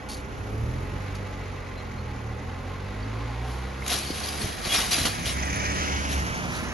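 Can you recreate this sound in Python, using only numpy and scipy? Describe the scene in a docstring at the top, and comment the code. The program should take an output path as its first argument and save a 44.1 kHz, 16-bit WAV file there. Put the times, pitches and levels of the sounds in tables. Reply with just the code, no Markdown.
"""A level crossing: the barrier motor hums as the barriers rise, and light metal jingles by the microphone.
A small hatchback pulls away, eases off and speeds up again: engine tones plus shaped noise. A bird chirps.
A sleeve, probably a jacket's, brushes and scuffs close by: grainy noise strokes. Damped rings bump on the rails.
The hatchback changes gear; a second car with a clattering engine comes up from behind on the right."""
import sys
import numpy as np
from scipy import signal
from scipy.fft import rfft, irfft, next_fast_len
from scipy.io import wavfile

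SR = 44100
rng = np.random.default_rng(int(sys.argv[2]) if len(sys.argv) > 2 else 0)


def persist_wave(psi):
    """Save psi, clipped to +-1, as 16-bit WAV."""
    counts = np.round(np.clip(psi, -1, 1) * 32767).astype(np.int16)
    wavfile.write(sys.argv[1], SR, np.atleast_2d(counts).T)


N = 296866
TIME = np.arange(N) / SR

# In the noise colours below, level_db is per Hz and relative: the whole noise is then scaled to rms 1.

# Hatchback's engine speed, before a slight wobble: time_s, firing_hz
HATCHBACK_SPEED = [(0, 29.74), (.3, 32.26), (.52, 34.93), (.68, 39), (.8, 43.8), (1.0, 48.4), (1.25, 48.56),
                   (1.5, 47.5), (1.8, 44.8), (2.28, 36.7), (2.48, 42.6), (2.8, 47.68), (3.06, 53.4),
                   (3.62, 63.87), (4.0, 68.5), (4.3, 72.4), (4.5, 69.66)]
# How hard its engine works: time_s, exhaust_db (each tone follows its own share of the swing)
HATCHBACK_EFFORT = [(0, -51), (.25, -43), (.46, -39), (.62, -33.5), (.85, -34), (1.15, -36), (1.65, -40.5),
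                    (2.05, -37.5), (2.5, -37.5), (3.1, -35), (3.4, -34.5), (3.9, -38)]
# Its engine tones: multiple (of the firing rate), level_db (relative), effort_share (of the swing)
HATCHBACK_ORDERS = [(1.006, 0.5, 1.3), (1.5, -14, 0.67), (2.002, 0.5, 0.75), (2.57, -15, 0.58),
                    (2.994, 0, 1.55), (4.01, -1.5, 1.35), (5.007, 1.5, 0.13), (5.974, -1.5, 1.2),
                    (6.96, -1.5, .6), (8.11, -5, 0.32), (9.03, -3.5, 0.27), (10.59, -5, .5),
                    (12, -0.5, 0.79), (12.98, -3.5, .5), (15, 0.5, 0.34), (17, -4, 0.34), (17.83, -2, 0.59),
                    (19.95, -3.5, 0.56), (22.52, -2, .5), (31.4, -2.5, 0.62)]
# How well its exhaust pipe passes each pitch: pitch_hz, level_db
EXHAUST_PIPE = [(30, -9), (35, -10), (47, -5), (52, -5.5), (58, -0.5), (65, 0.5), (72, -3), (95, -0.5),
                (112, 2), (125, -2.5), (138, -8.5), (170, -21.5), (192, -10.5), (212, -6.5), (245, -22),
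                (272, -13), (340, -25), (420, -11.5), (480, -18.5), (620, -26.5), (900, -21), (1300, -24),
                (2000, -21)]
# Colours of its low rumble, tyre roar and engine-bay hiss: pitch_hz, level_db
RUMBLE_COLOUR = [(22, -12), (35, 2), (55, 13.5), (90, 1), (150, 0.5), (260, -8), (400, -2), (800, -32.5)]
TYRE_COLOUR = [(200, -61), (400, 9), (510, 14), (650, 7.5), (850, 3), (1200, 7.5), (1600, -3), (2600, -45)]
ENGINE_BAY_COLOUR = [(1000, -8), (1650, -0.5), (2050, 2.5), (2350, -0.5), (3200, -7), (4100, -7),
                     (6000, -16.5), (8000, -16.5), (11500, -39)]
# Colour of the body's shudder as the clutch bites: pitch_hz, level_db
SHUDDER_COLOUR = [(45, -12), (62, 15), (85, 4), (120, 8), (170, -9), (260, -3.5), (380, 0), (600, -10),
                  (1500, -33.5)]
GEAR_CHANGE_S, CLUTCH_DB_PER_S = 4.47, 150   # the note drops away as the clutch opens
SMOOTH_ROUGH = 0.15   # usual unevenness of the tones
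LABOUR_HZ, LABOUR_ROUGH_PER_HZ = 36.6, 0.06   # below this firing rate the engine labours and runs rough
CRUISE_HZ = 50   # firing rate at which the next levels apply, before the fades
# level (dB) and its rise per doubling of the firing rate (dB)
RUMBLE_DB, RUMBLE_RISE_DB = -39, 1.5
TYRE_DB, TYRE_RISE_DB = -44.5, 6.5
HISS_DB, HISS_RISE_DB = -46.5, 8.5
RUMBLE_EFFORT_SHARE, RUMBLE_FADE_DB_PER_S = 0.45, 2   # share of the swing; fades as the car leaves
RECEDE_S, RECEDE_DB_PER_S = 3.26, 5   # past the barrier, the road noise falls away
BITE_S, BITE_RISE_S, BITE_FALL_S, BITE_DB = 0.52, 0.29, 0.43, -38.5

# Second car's engine speed, before a slight wobble: time_s, firing_hz
FOLLOWER_SPEED = [(4.68, 48.5), (5.0, 55.5), (5.3, 64), (5.52, 70), (5.75, 72.3), (6.05, 70.73),
                  (6.22, 67.7), (6.38, 62.3), (6.73, 59.7)]
# Its firing tone, which booms as the car goes by: time_s, level_db (rms, before it fades in)
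FOLLOWER_THROB = [(4.7, -40), (5.15, -43), (5.3, -32.5), (5.53, -30), (5.61, -38), (5.7, -33), (5.79, -38),
                  (5.92, -32.5), (6.2, -27.5), (6.36, -49), (6.73, -40)]
# Its approach: time_s, reference_db (its road noise, clatter and other engine tones are set from this)
FOLLOWER_APPROACH = [(0, -37.5), (3.5, -43), (4.1, -35), (5.1, -31), (5.65, -26.5), (6.5, -27.5),
                     (6.73, -28.5)]
# Its other engine tones: multiple (of the firing rate), level_db (from reference_db)
FOLLOWER_ORDERS = [(1.5, -20.5), (2, -15), (2.75, -18), (4, -17)]
# Colours of its road noise, engine clatter and gritty tread hiss: pitch_hz, level_db
FOLLOWER_ROAD_COLOUR = [(30, -10), (60, -4), (110, 1), (180, -1), (290, -7), (400, -8.5), (700, -10),
                        (1100, -10.5), (1600, -11.5), (3000, -20.5), (11500, -80)]
FOLLOWER_CLATTER_COLOUR = [(600, -3.5), (1250, 0), (1550, 2), (1800, 8), (2300, 9.5), (3000, -3.5),
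                           (4200, -8.5), (5400, -0.5), (6400, 4), (7200, -7), (8200, -52), (9300, -40),
                           (11500, -29)]
TREAD_COLOUR = [(600, -5), (1050, -3), (1500, 10.5), (2100, -2), (2850, 7), (3900, -4), (5400, 1),
                (6500, 0), (7700, -12), (9000, -58), (11500, -35)]
# Its direction: time_s, right_ear_lead_ms
FOLLOWER_BEARING = [(4.1, 0.34), (4.6, 0.47), (5.55, 0.44), (5.8, 0.43), (6.05, 0.36), (6.3, 0.31),
                    (6.73, 0.12)]
PULLS_S, PULL_RISE_S = 4.45, 0.34   # its engine tones come in
ABREAST_S, ABREAST_WIDTH_S = 5.62, 0.505   # when it is level with the listener
ROAD_DB, CLATTER_DB, ABREAST_DB = -4.5, -16, 10   # from reference_db; extra clatter when level
TURN_AWAY_DB_PER_S = 0.5   # once past, the body shields the engine bay
BOUNCE_FAR_MS, BOUNCE_NEAR_MS, BOUNCE_GAIN = 0.566, 1.72, 0.21   # its reflection off the road
TREAD_S, TREAD_RISE_S, TREAD_FALL_S, TREAD_DB = 5.83, 0.17, 0.45, -33

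# Sleeve slides: peak_s, peak_db, fall_s, body_db (from the peak)
SLEEVE_STROKES = [(3.519, -47.5, 0.15, -15), (3.92, -24.5, 0.063, -4), (4.24, -35, 0.37, -3.5),
                  (4.43, -33, 0.073, -3), (4.66, -33, 0.076, 0.5), (4.742, -21.5, 0.07, -5.5),
                  (4.795, -28.5, 0.057, 1.5), (4.985, -26.5, 0.11, -4.5), (5.28, -30, 0.05, -8),
                  (6.123, -31.5, 0.043, -20.5), (6.56, -38.5, 0.088, -16)]
# Sleeve catches and snaps free: peak_s, peak_db, fall_s, body_db (from the peak), creak_hz,
# creak_db (from the peak)
SLEEVE_CATCHES = [(3.864, -32.5, 0.0052, 1, 2500, -4), (3.88, -27, 0.0054, -13, 6670, -3),
                  (3.902, -25, 0.015, -18, 3780, -13), (3.92, -26, .004, -14, 3300, -4),
                  (3.942, -32, 0.0034, -12, 3200, 3), (4.226, -45, .005, -6, 3600, 1),
                  (4.287, -32.5, .009, -8.5, 4500, -7), (4.418, -34, .008, 1, 4400, 1),
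                  (4.651, -33, 0.011, -5, 2360, 2), (4.747, -21, 0.01, -1, 3520, -1),
                  (4.79, -26.5, 0.007, -3, 1160, -6), (4.834, -35.5, 0.028, 5, 745, -0.5),
                  (4.912, -24, .005, -8, 7840, 0), (4.916, -22.5, 0.044, -11, 5850, -9),
                  (4.923, -29, .025, -8, 3250, -1), (4.937, -27, 0.02, -22, 2520, 1),
                  (5.054, -21.5, 0.024, 0, 3230, -6), (5.071, -29, 0.021, 1.5, 4050, -3),
                  (5.257, -30, 0.046, -11, 3280, -3), (5.559, -42.5, 0.018, -23, 9900, 2.5)]
# Light rubbing between strokes: time_s, level_db
LIGHT_RUBBING = [(3.8, -90), (3.89, -34.5), (4.58, -48.5), (4.85, -33), (5.45, -44.5), (6.3, -43.5),
                 (6.73, -49.5)]
# Colours of the cloth's swish and of the hollow case under it: pitch_hz, level_db
CLOTH_COLOUR = [(500, -27), (1500, -3), (2400, 1.5), (3300, 1.5), (5500, 0.5), (6700, 0), (8000, 0),
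                (10000, -2.5), (11500, 0), (13000, -63)]
CASE_BODY_COLOUR = [(150, -3), (350, 3.5), (700, 1), (1000, -1.5), (1900, 0), (3000, -11)]
# Rings of the rubbed case, low and high: pitch_hz, width_hz, level_db
CASE_LOW_RINGS = [(654, 26, -17), (730, 56, 0.5), (1141, 46, -2), (1366, 12, -14)]
CASE_HIGH_RINGS = [(2450, 24, -3), (2890, 32, -1.5), (3110, 31, -3), (3320, 37, 1.5), (3760, 85, -3),
                   (4030, 90, -1), (4470, 53, -0.5), (4880, 52, -2), (5550, 20, 0), (5880, 33, -1),
                   (8150, 100, 4), (10240, 92, -4)]
# Side the sleeve leans to: pitch_hz, left_minus_right_db
SLEEVE_SIDE = [(600, -1.5), (2000, 0), (3300, 1), (5300, 4), (7500, -0.5)]
RISE_SHARE = 0.48   # a slide's rise time as a share of its fall time
CATCH_RISE_S, CREAK_WIDTH_HZ = 0.0025, 340

# Touches of a small metal part, perhaps the zip pull: peak_s, peak_db
ZIP_TOUCHES = [(0.089, -41), (.097, -40), (.105, -46), (.117, -38.5), (0.126, -45), (.134, -43),
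               (0.143, -43), (0.169, -45), (.179, -52), (.202, -49), (1.152, -42.5)]
# Rings of that metal: pitch_hz, width_hz, level_db
ZIP_RINGS = [(3870, 300, -7), (4460, 300, 2), (4900, 380, -9), (5500, 275, -3), (6300, 210, -0.5),
             (7200, 93, 6), (9160, 430, 1), (10950, 140, -18)]
JINGLE_FALL_S, TICK_FALL_S, TICK_DB = 0.014, 0.0025, 1   # each touch: a short tick and a longer ring

# Dull wheel bumps on the rails: start_s, level_db, pitch_hz, t60_s (time to fall by 60 dB)
RAIL_BUMPS = [(4.104, -23, 298, 0.041), (4.108, -27, 140, 0.065), (4.445, -32, 330, 0.059),
              (4.41, -28, 206.6, 0.058), (4.44, -23, 88, 0.1), (4.67, -22.5, 159, 0.033),
              (4.98, -26.5, 276, 0.16), (5.015, -25, 89, 0.11)]
# Light clicks: start_s, level_db, pitch_hz, t60_s (time to fall by 60 dB)
LIGHT_CLICKS = [(3.823, -27, 2110, 0.026), (3.832, -37, 2600, 0.031)]

# Barrier motor under load: time_s, pitch_hz (before a slight wobble), level_db (rms)
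BARRIER_MOTOR = [(0, 285.5, -53), (.45, 284, -51.5), (1.3, 281.8, -49), (1.8, 283.4, -58.5),
                 (3.5, 283.9, -55.5), (4.2, 284, -66)]
# Its overtones and a gear tone: multiple (of the motor pitch), level_db (added to the motor's)
MOTOR_ORDERS = [(1, -2.5), (1.8, -2), (3, -5), (5, -10.5)]
# Drone of its housing: time_s, level_db (rms)
HOUSING_DRONE = [(0, -45), (1.3, -50), (2.2, -45.5), (3.5, -41), (4.2, -47.5), (4.6, -50)]
# Rings of the housing: pitch_hz, width_hz, level_db (relative)
HOUSING_RINGS = [(261, 8.9, 4.5), (279.5, 11.7, 2.5), (355, 25, -3.5), (512.4, 5.3, 2), (770, 52, -3),
                 (844, 17, -0.5), (940, 19, -7.5), (1051, 26, -0.5), (1419, 41, -7.5)]
# A pulsing rasp, probably the barrier's gears: time_s, pulses_hz (before a slight wobble), level_db (rms)
GEAR_RASP = [(0, 40, -66), (.8, 36, -72), (1.4, 37.3, -51), (1.9, 31, -57.5), (2.3, 33, -53.5),
             (3.0, 40, -63), (3.8, 31, -67)]
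GEAR_HZ, GEAR_WIDTH_HZ, GEAR_SHARPNESS = 2014, 180, 0.68

# Bird notes: centre_s, peak_db, pitch_hz (at the centre), half_length_s
BIRD_CHIRPS = [(1.787, -47.5, 4106, 0.02), (1.992, -50, 4250, 0.02), (3.032, -42.5, 4560, 0.0055)]

# How alike left and right are (1 = the same, 0 = unrelated): pitch_hz, likeness
AHEAD_LIKENESS = [(60, 0.87), (130, 0.82), (280, 0.89), (600, 0.074), (1300, 0.84), (2700, 0.89),
                  (5500, 0.54), (8000, 1)]
SIDE_LIKENESS = [(60, 1), (200, 0.46), (600, 0.7), (2200, 0.95), (5500, 0.45), (8000, 0.17)]
CLOTH_LIKENESS = [(200, 0.93), (700, 0.14), (1400, 0.72), (2700, 1), (5500, 0.61), (8000, 1)]
# Faint echoes off the road, posts and car panels: delay_ms, gain
ECHOES = [(3.1, 0.14), (7.3, -0.16), (12.7, 0.13), (21.0, 0.068)]
# The right channel lags in the treble, which spreads it wide: pitch_hz, lag_turns (of a wave)
RIGHT_LAG = [(6500, 0), (7500, .48), (9200, .52), (9900, 1)]
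CUTOFF_HZ = 11850


def hatchback():
    """Firing pulses through an exhaust pipe, with rumble, tyre roar and engine hiss that grow with speed."""
    firing_hz, = in_time(HATCHBACK_SPEED)
    effort_db, = in_time(HATCHBACK_EFFORT)
    swing_db = effort_db - effort_db.mean()
    exhaust_db = effort_db.mean() - CLUTCH_DB_PER_S * np.maximum(TIME - GEAR_CHANGE_S, 0)
    doublings = np.log2(firing_hz / CRUISE_HZ)
    angle = crank(firing_hz, wobble=0.002)

    rough = SMOOTH_ROUGH + LABOUR_ROUGH_PER_HZ * np.maximum(LABOUR_HZ - firing_hz, 0)
    note = np.zeros(N)
    for multiple, db, effort_share in HATCHBACK_ORDERS:
        pipe_db = at_hz(EXHAUST_PIPE, multiple * firing_hz)
        level_db = exhaust_db + effort_share * swing_db + db + pipe_db
        note += engine_order(angle, multiple, level_db, rough)

    rumble_db = RUMBLE_DB + RUMBLE_RISE_DB * doublings
    rumble_db += RUMBLE_EFFORT_SHARE * swing_db - RUMBLE_FADE_DB_PER_S * TIME
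    rumble = from_db(rumble_db) * noise(RUMBLE_COLOUR, AHEAD_LIKENESS)
    rumble *= 1 + 0.4 * np.cos(angle) + 0.12 * np.cos(angle / 2)   # throbs unevenly with the firings
    tyres = from_db(TYRE_DB + TYRE_RISE_DB * doublings) * noise(TYRE_COLOUR, AHEAD_LIKENESS)
    hiss = from_db(HISS_DB + HISS_RISE_DB * doublings) * noise(ENGINE_BAY_COLOUR, AHEAD_LIKENESS)
    hiss *= puffs(angle, sharpness=0.19, scatter_db=0.77)   # ticks with the firings

    bite = from_db(BITE_DB) * swell(BITE_S, BITE_RISE_S, BITE_FALL_S)
    shudder = bite * noise(SHUDDER_COLOUR, AHEAD_LIKENESS)
    distance = from_db(-RECEDE_DB_PER_S * np.maximum(TIME - RECEDE_S, 0))
    road_noise = rumble * pan(-0.13) + reflected(tyres * pan(-2.8) + hiss * pan(-0.071))
    return (note + shudder) * pan(-1.4) + distance * road_noise


def follower():
    """Firing tones, road noise, puffs of clatter and tread hiss; they reach the right ear first."""
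    firing_hz, = in_time(FOLLOWER_SPEED)
    throb_db, = in_time(FOLLOWER_THROB)
    reference_db, = in_time(FOLLOWER_APPROACH)
    lead_ms, = in_time(FOLLOWER_BEARING)
    angle = crank(firing_hz, wobble=0.005)
    abreast = 1 / (1 + ((TIME - ABREAST_S) / ABREAST_WIDTH_S) ** 2)

    note = engine_order(angle, 1, throb_db, rough=0.2)
    for multiple, db in FOLLOWER_ORDERS:
        note += engine_order(angle, multiple, reference_db + db, rough=0.42)
    note *= np.clip((TIME - PULLS_S) / PULL_RISE_S, 0, 1)

    road = from_db(reference_db + ROAD_DB) * noise(FOLLOWER_ROAD_COLOUR, SIDE_LIKENESS)
    clatter_db = reference_db + CLATTER_DB + ABREAST_DB * abreast
    clatter_db -= TURN_AWAY_DB_PER_S * np.maximum(TIME - ABREAST_S, 0)
    clatter = from_db(clatter_db) * noise(FOLLOWER_CLATTER_COLOUR, SIDE_LIKENESS)
    clatter *= puffs(angle, sharpness=0.13, scatter_db=2.6)
    grit = colour(fibres(per_s=2500, spread_db=1.5, smooth=0.56), TREAD_COLOUR, SIDE_LIKENESS)
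    tread = from_db(TREAD_DB) * swell(TREAD_S, TREAD_RISE_S, TREAD_FALL_S) * grit

    bounced = off_road(clatter * pan(-0.0088) + tread, abreast)
    left, right = note * pan(-0.73) + reflected(road * pan(-3.0) + bounced)
    late_left = np.interp(TIME - lead_ms / 1000, TIME, left)
    return np.array([late_left, right])


def sleeve(judder_db):
    """Cloth catches and slides in short strokes, which also sound the hollow body of the case."""
    strokes = [(s, db, RISE_SHARE * fall, fall, body_db) for s, db, fall, body_db in SLEEVE_STROKES]
    for s, db, fall, body_db, _, _ in SLEEVE_CATCHES:
        strokes.append((s, db, CATCH_RISE_S, fall, body_db))   # catches start abruptly
    rubbing_db, = in_time(LIGHT_RUBBING)
    power = from_db(rubbing_db) ** 2
    body_power = np.zeros(N)
    for s, db, rise, fall, body_db in strokes:
        stroke = from_db(db) * swell(s, rise, fall)
        power += stroke ** 2
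        body_power += (stroke * from_db(body_db)) ** 2

    swish = colour(fibres(per_s=1500, spread_db=-1.0, smooth=1.0), CLOTH_COLOUR, CLOTH_LIKENESS)
    swish = rms_one(swish + from_db(1.5) * ringing(swish, CASE_HIGH_RINGS, wander_db=5.5))
    body = noise(CASE_BODY_COLOUR, CLOTH_LIKENESS)
    body = rms_one(body + from_db(4.0) * ringing(body, CASE_LOW_RINGS, wander_db=4.5))
    body *= from_db(-1.0)
    judder = from_db(judder_db * drift(100))
    return (np.sqrt(power) * swish + np.sqrt(body_power) * body) * judder


def creaks():
    """Every catch rings briefly at a pitch of its own: noise through a narrow resonance."""
    slips = rng.standard_normal(N)
    out = np.zeros(N)
    for s, db, fall, _, hz, creak_db in SLEEVE_CATCHES:
        creak = rms_one(resonate(slips, hz, CREAK_WIDTH_HZ))
        out += from_db(db + creak_db) * swell(s, CATCH_RISE_S, fall) * creak
    return out


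def zip_pull(rise_s):
    """Light metal touches: each is a tick of noise with a short metal ring."""
    tick = from_db(TICK_DB) * noise(CLOTH_COLOUR, CLOTH_LIKENESS)
    metal = rms_one(ringing(rng.standard_normal(N), ZIP_RINGS, wander_db=2))
    out = np.zeros((2, N))
    for s, db in ZIP_TOUCHES:
        touch = swell(s, rise_s, TICK_FALL_S) * tick + swell(s, rise_s, JINGLE_FALL_S) * metal
        out += from_db(db) * touch
    return out


def knocks(rows, rattle):
    """Each knock is a tone that dies away, with an unsteady level."""
    out = np.zeros(N)
    shake = 1 + rattle * drift(119.8)
    for s, db, hz, t60 in rows:
        age = np.clip(TIME - s, 0, 3 * t60)
        decay = np.exp(-np.log(1000) * age / t60)
        out += from_db(db) * decay * np.sin(2 * np.pi * hz * age)
    return out * shake


def barrier():
    """The motor hums in steady tones, the housing drones through its resonances and the gears rasp in pulses."""
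    drone_db, = in_time(HOUSING_DRONE)
    drone = rms_one(ringing(rng.standard_normal(N), HOUSING_RINGS, wander_db=3.5))
    motor_hz, motor_db = in_time(BARRIER_MOTOR)
    angle = crank(motor_hz, wobble=0.0014)
    hum = sum(engine_order(angle, k, motor_db + db, rough=0.29) for k, db in MOTOR_ORDERS)
    pulses_hz, rasp_db = in_time(GEAR_RASP)
    teeth = resonate(rng.standard_normal(N), GEAR_HZ, GEAR_WIDTH_HZ)
    teeth = resonate(teeth, GEAR_HZ, GEAR_WIDTH_HZ)
    pulses = np.exp(GEAR_SHARPNESS * np.cos(crank(pulses_hz, wobble=0.042)))
    rasp = rms_one(teeth * pulses)
    return (from_db(drone_db) * drone + hum + from_db(rasp_db) * rasp) * pan(-0.57)


def bird(glide_hz_per_s):
    """Short, thin notes that rise a little: gliding sine tones in a bell-shaped envelope."""
    out = np.zeros(N)
    for s, db, hz, half in BIRD_CHIRPS:
        near = np.abs(TIME - s) < 3 * half
        age = TIME[near] - s
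        phase = 2 * np.pi * (hz + glide_hz_per_s * age / 2) * age
        out[near] += from_db(db) * np.exp(-(age / half) ** 2) * np.sin(phase)
    return out


def crank(rate_hz, wobble):
    """Turning angle of an engine, motor or gear that runs slightly unevenly."""
    return 2 * np.pi * np.cumsum(rate_hz * (1 + wobble * drift(10.4))) / SR


def engine_order(angle, multiple, db, rough):
    """One tone of an engine or motor, from a random starting phase, with a shaky strength."""
    strength = np.sqrt(2) * from_db(db) * (1 + rough * drift(12.0))
    return strength * np.sin(multiple * angle + rng.uniform(0, 2 * np.pi))


def puffs(angle, sharpness, scatter_db):
    """One burst per firing, each of a different strength; rms 1."""
    firing = (angle / (2 * np.pi) + 0.5).astype(int)
    strengths = from_db(scatter_db * rng.standard_normal(size=1024))
    return rms_one(np.exp(sharpness * np.cos(angle)) * strengths[firing])


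def fibres(per_s, spread_db, smooth):
    """Many tiny slips of uneven size, coming in clumps, over a smooth hiss."""
    sizes = from_db(spread_db * np.minimum(rng.exponential(1, (2, N)), 4))
    sizes *= rng.choice([-1, 1], (2, N))
    clumps = from_db(3.4 * drift(130))
    slips = sizes * (rng.random((2, N)) < clumps * per_s / SR)
    return rms_one(slips) + smooth * rng.standard_normal((2, N))


def ringing(x, rings, wander_db):
    """What a set of resonances picks out of a sound; each one slowly grows and fades by chance."""
    return sum(from_db(db + wander_db * drift(13.5)) * resonate(x, hz, width) for hz, width, db in rings)


def resonate(x, hz, width_hz):
    """A resonance with gain 1 at its peak."""
    r = np.exp(-np.pi * width_hz / SR)
    feed = np.array([1, 0, -1]) * (1 - r * r) / 2
    return signal.lfilter(feed, [1, -2 * r * np.cos(2 * np.pi * hz / SR), r * r], x)


def reflected(x):
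    """Direct sound plus a few short echoes, which ripple its spectrum."""
    out = x.copy()
    for ms, gain in ECHOES:
        lag = round(ms * SR / 1000)
        out[:, lag:] += gain * x[:, :-lag]
    return out


def off_road(pair, nearness):
    """Add the bounce off the road; it comes later as the car draws near, so its ripples sweep."""
    delay_s = (BOUNCE_FAR_MS + (BOUNCE_NEAR_MS - BOUNCE_FAR_MS) * nearness) / 1000
    bounce = np.array([np.interp(TIME - delay_s, TIME, ear) for ear in pair])
    return (pair + BOUNCE_GAIN * bounce) / np.sqrt(1 + BOUNCE_GAIN ** 2)


def noise(spectrum, likeness):
    """Smooth stereo noise of a given colour."""
    return colour(rng.standard_normal((2, N)), spectrum, likeness)


def colour(pair, spectrum, likeness):
    """Turn two unrelated noises into a left and right channel of this colour; rms 1."""
    size, hz = frequency_grid()
    mid, side = rfft(pair, size) * from_db(at_hz(spectrum, hz))
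    alike = np.clip(at_hz(likeness, hz), -1, 1)
    both = np.sqrt(1 + alike) * mid + np.sqrt(1 - alike) * side * [[1], [-1]]
    return rms_one(irfft(both, size)[:, :N])


def by_ear(pair, balance):
    """Tilt a stereo sound to the left or right, differently at each frequency."""
    size, hz = frequency_grid()
    tilt = from_db(at_hz(balance, hz) * np.array([[1], [-1]]) / 2)
    return irfft(rfft(pair, size) * tilt, size)[:, :N]


def pan(db):
    """Left and right gains for a left-minus-right level difference."""
    return from_db(np.array([[db], [-db]]) / 2)


def swell(s, rise, fall):
    """An envelope that rises to 1 at time s and dies away."""
    return np.exp(-np.minimum(np.maximum((s - TIME) / rise, (TIME - s) / fall), 20))


def drift(rate_hz):
    """Smooth chance that changes little faster than rate_hz; spread about 1."""
    step = 32   # drawn at every 32nd sample, joined by straight lines
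    size = next_fast_len(N // step + 2, True)
    hz = np.arange(size // 2 + 1) * SR / step / size
    slow = irfft(rfft(rng.standard_normal(size)) / (1 + (hz / rate_hz) ** 2), size)
    return np.interp(np.arange(N) / step, np.arange(size), rms_one(slow))


def in_time(rows):
    """Each column of a time curve, at every sample."""
    s, *columns = np.transpose(rows)
    return [np.interp(TIME, s, column) for column in columns]


def at_hz(points, hz):
    """Read a table on a log-frequency axis."""
    known_hz, values = np.transpose(points)
    return np.interp(np.log(hz + 1), np.log(known_hz), values)   # + 1 avoids the log of zero


def frequency_grid():
    """Transform length for the whole sound, and the frequency of each bin."""
    size = next_fast_len(N, True)
    return size, np.arange(size // 2 + 1) * SR / size


def from_db(db):
    """Decibels to gain."""
    return 10 ** (np.asarray(db) / 20)


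def rms_one(x):
    """Scale to unit rms."""
    return x / np.sqrt(np.mean(x ** 2) + 1e-20)


def scene():
    """Both cars, the jacket, the rails, the barrier and the bird added together."""
    jacket = by_ear(sleeve(judder_db=0.82) + creaks(), SLEEVE_SIDE) + zip_pull(rise_s=0.001)
    bumps_and_clicks = knocks(RAIL_BUMPS, rattle=0.73) + knocks(LIGHT_CLICKS, rattle=0.35)
    return hatchback() + follower() + jacket + bumps_and_clicks + barrier() + bird(glide_hz_per_s=1600)


def record(dry):
    """The treble is spread wide; the deepest bass and the top are cut."""
    left, right = signal.sosfilt(signal.butter(2, 18, "high", fs=SR, output="sos"), dry)
    size, hz = frequency_grid()
    lag = np.exp(-2j * np.pi * at_hz(RIGHT_LAG, hz))
    right = irfft(rfft(right, size) * lag, size)[:N]
    top_cut = signal.ellip(10, 0.2, 80, CUTOFF_HZ, fs=SR, output="sos")
    return signal.sosfilt(top_cut, [left, right])


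dry = scene()
out = record(dry)
persist_wave(out)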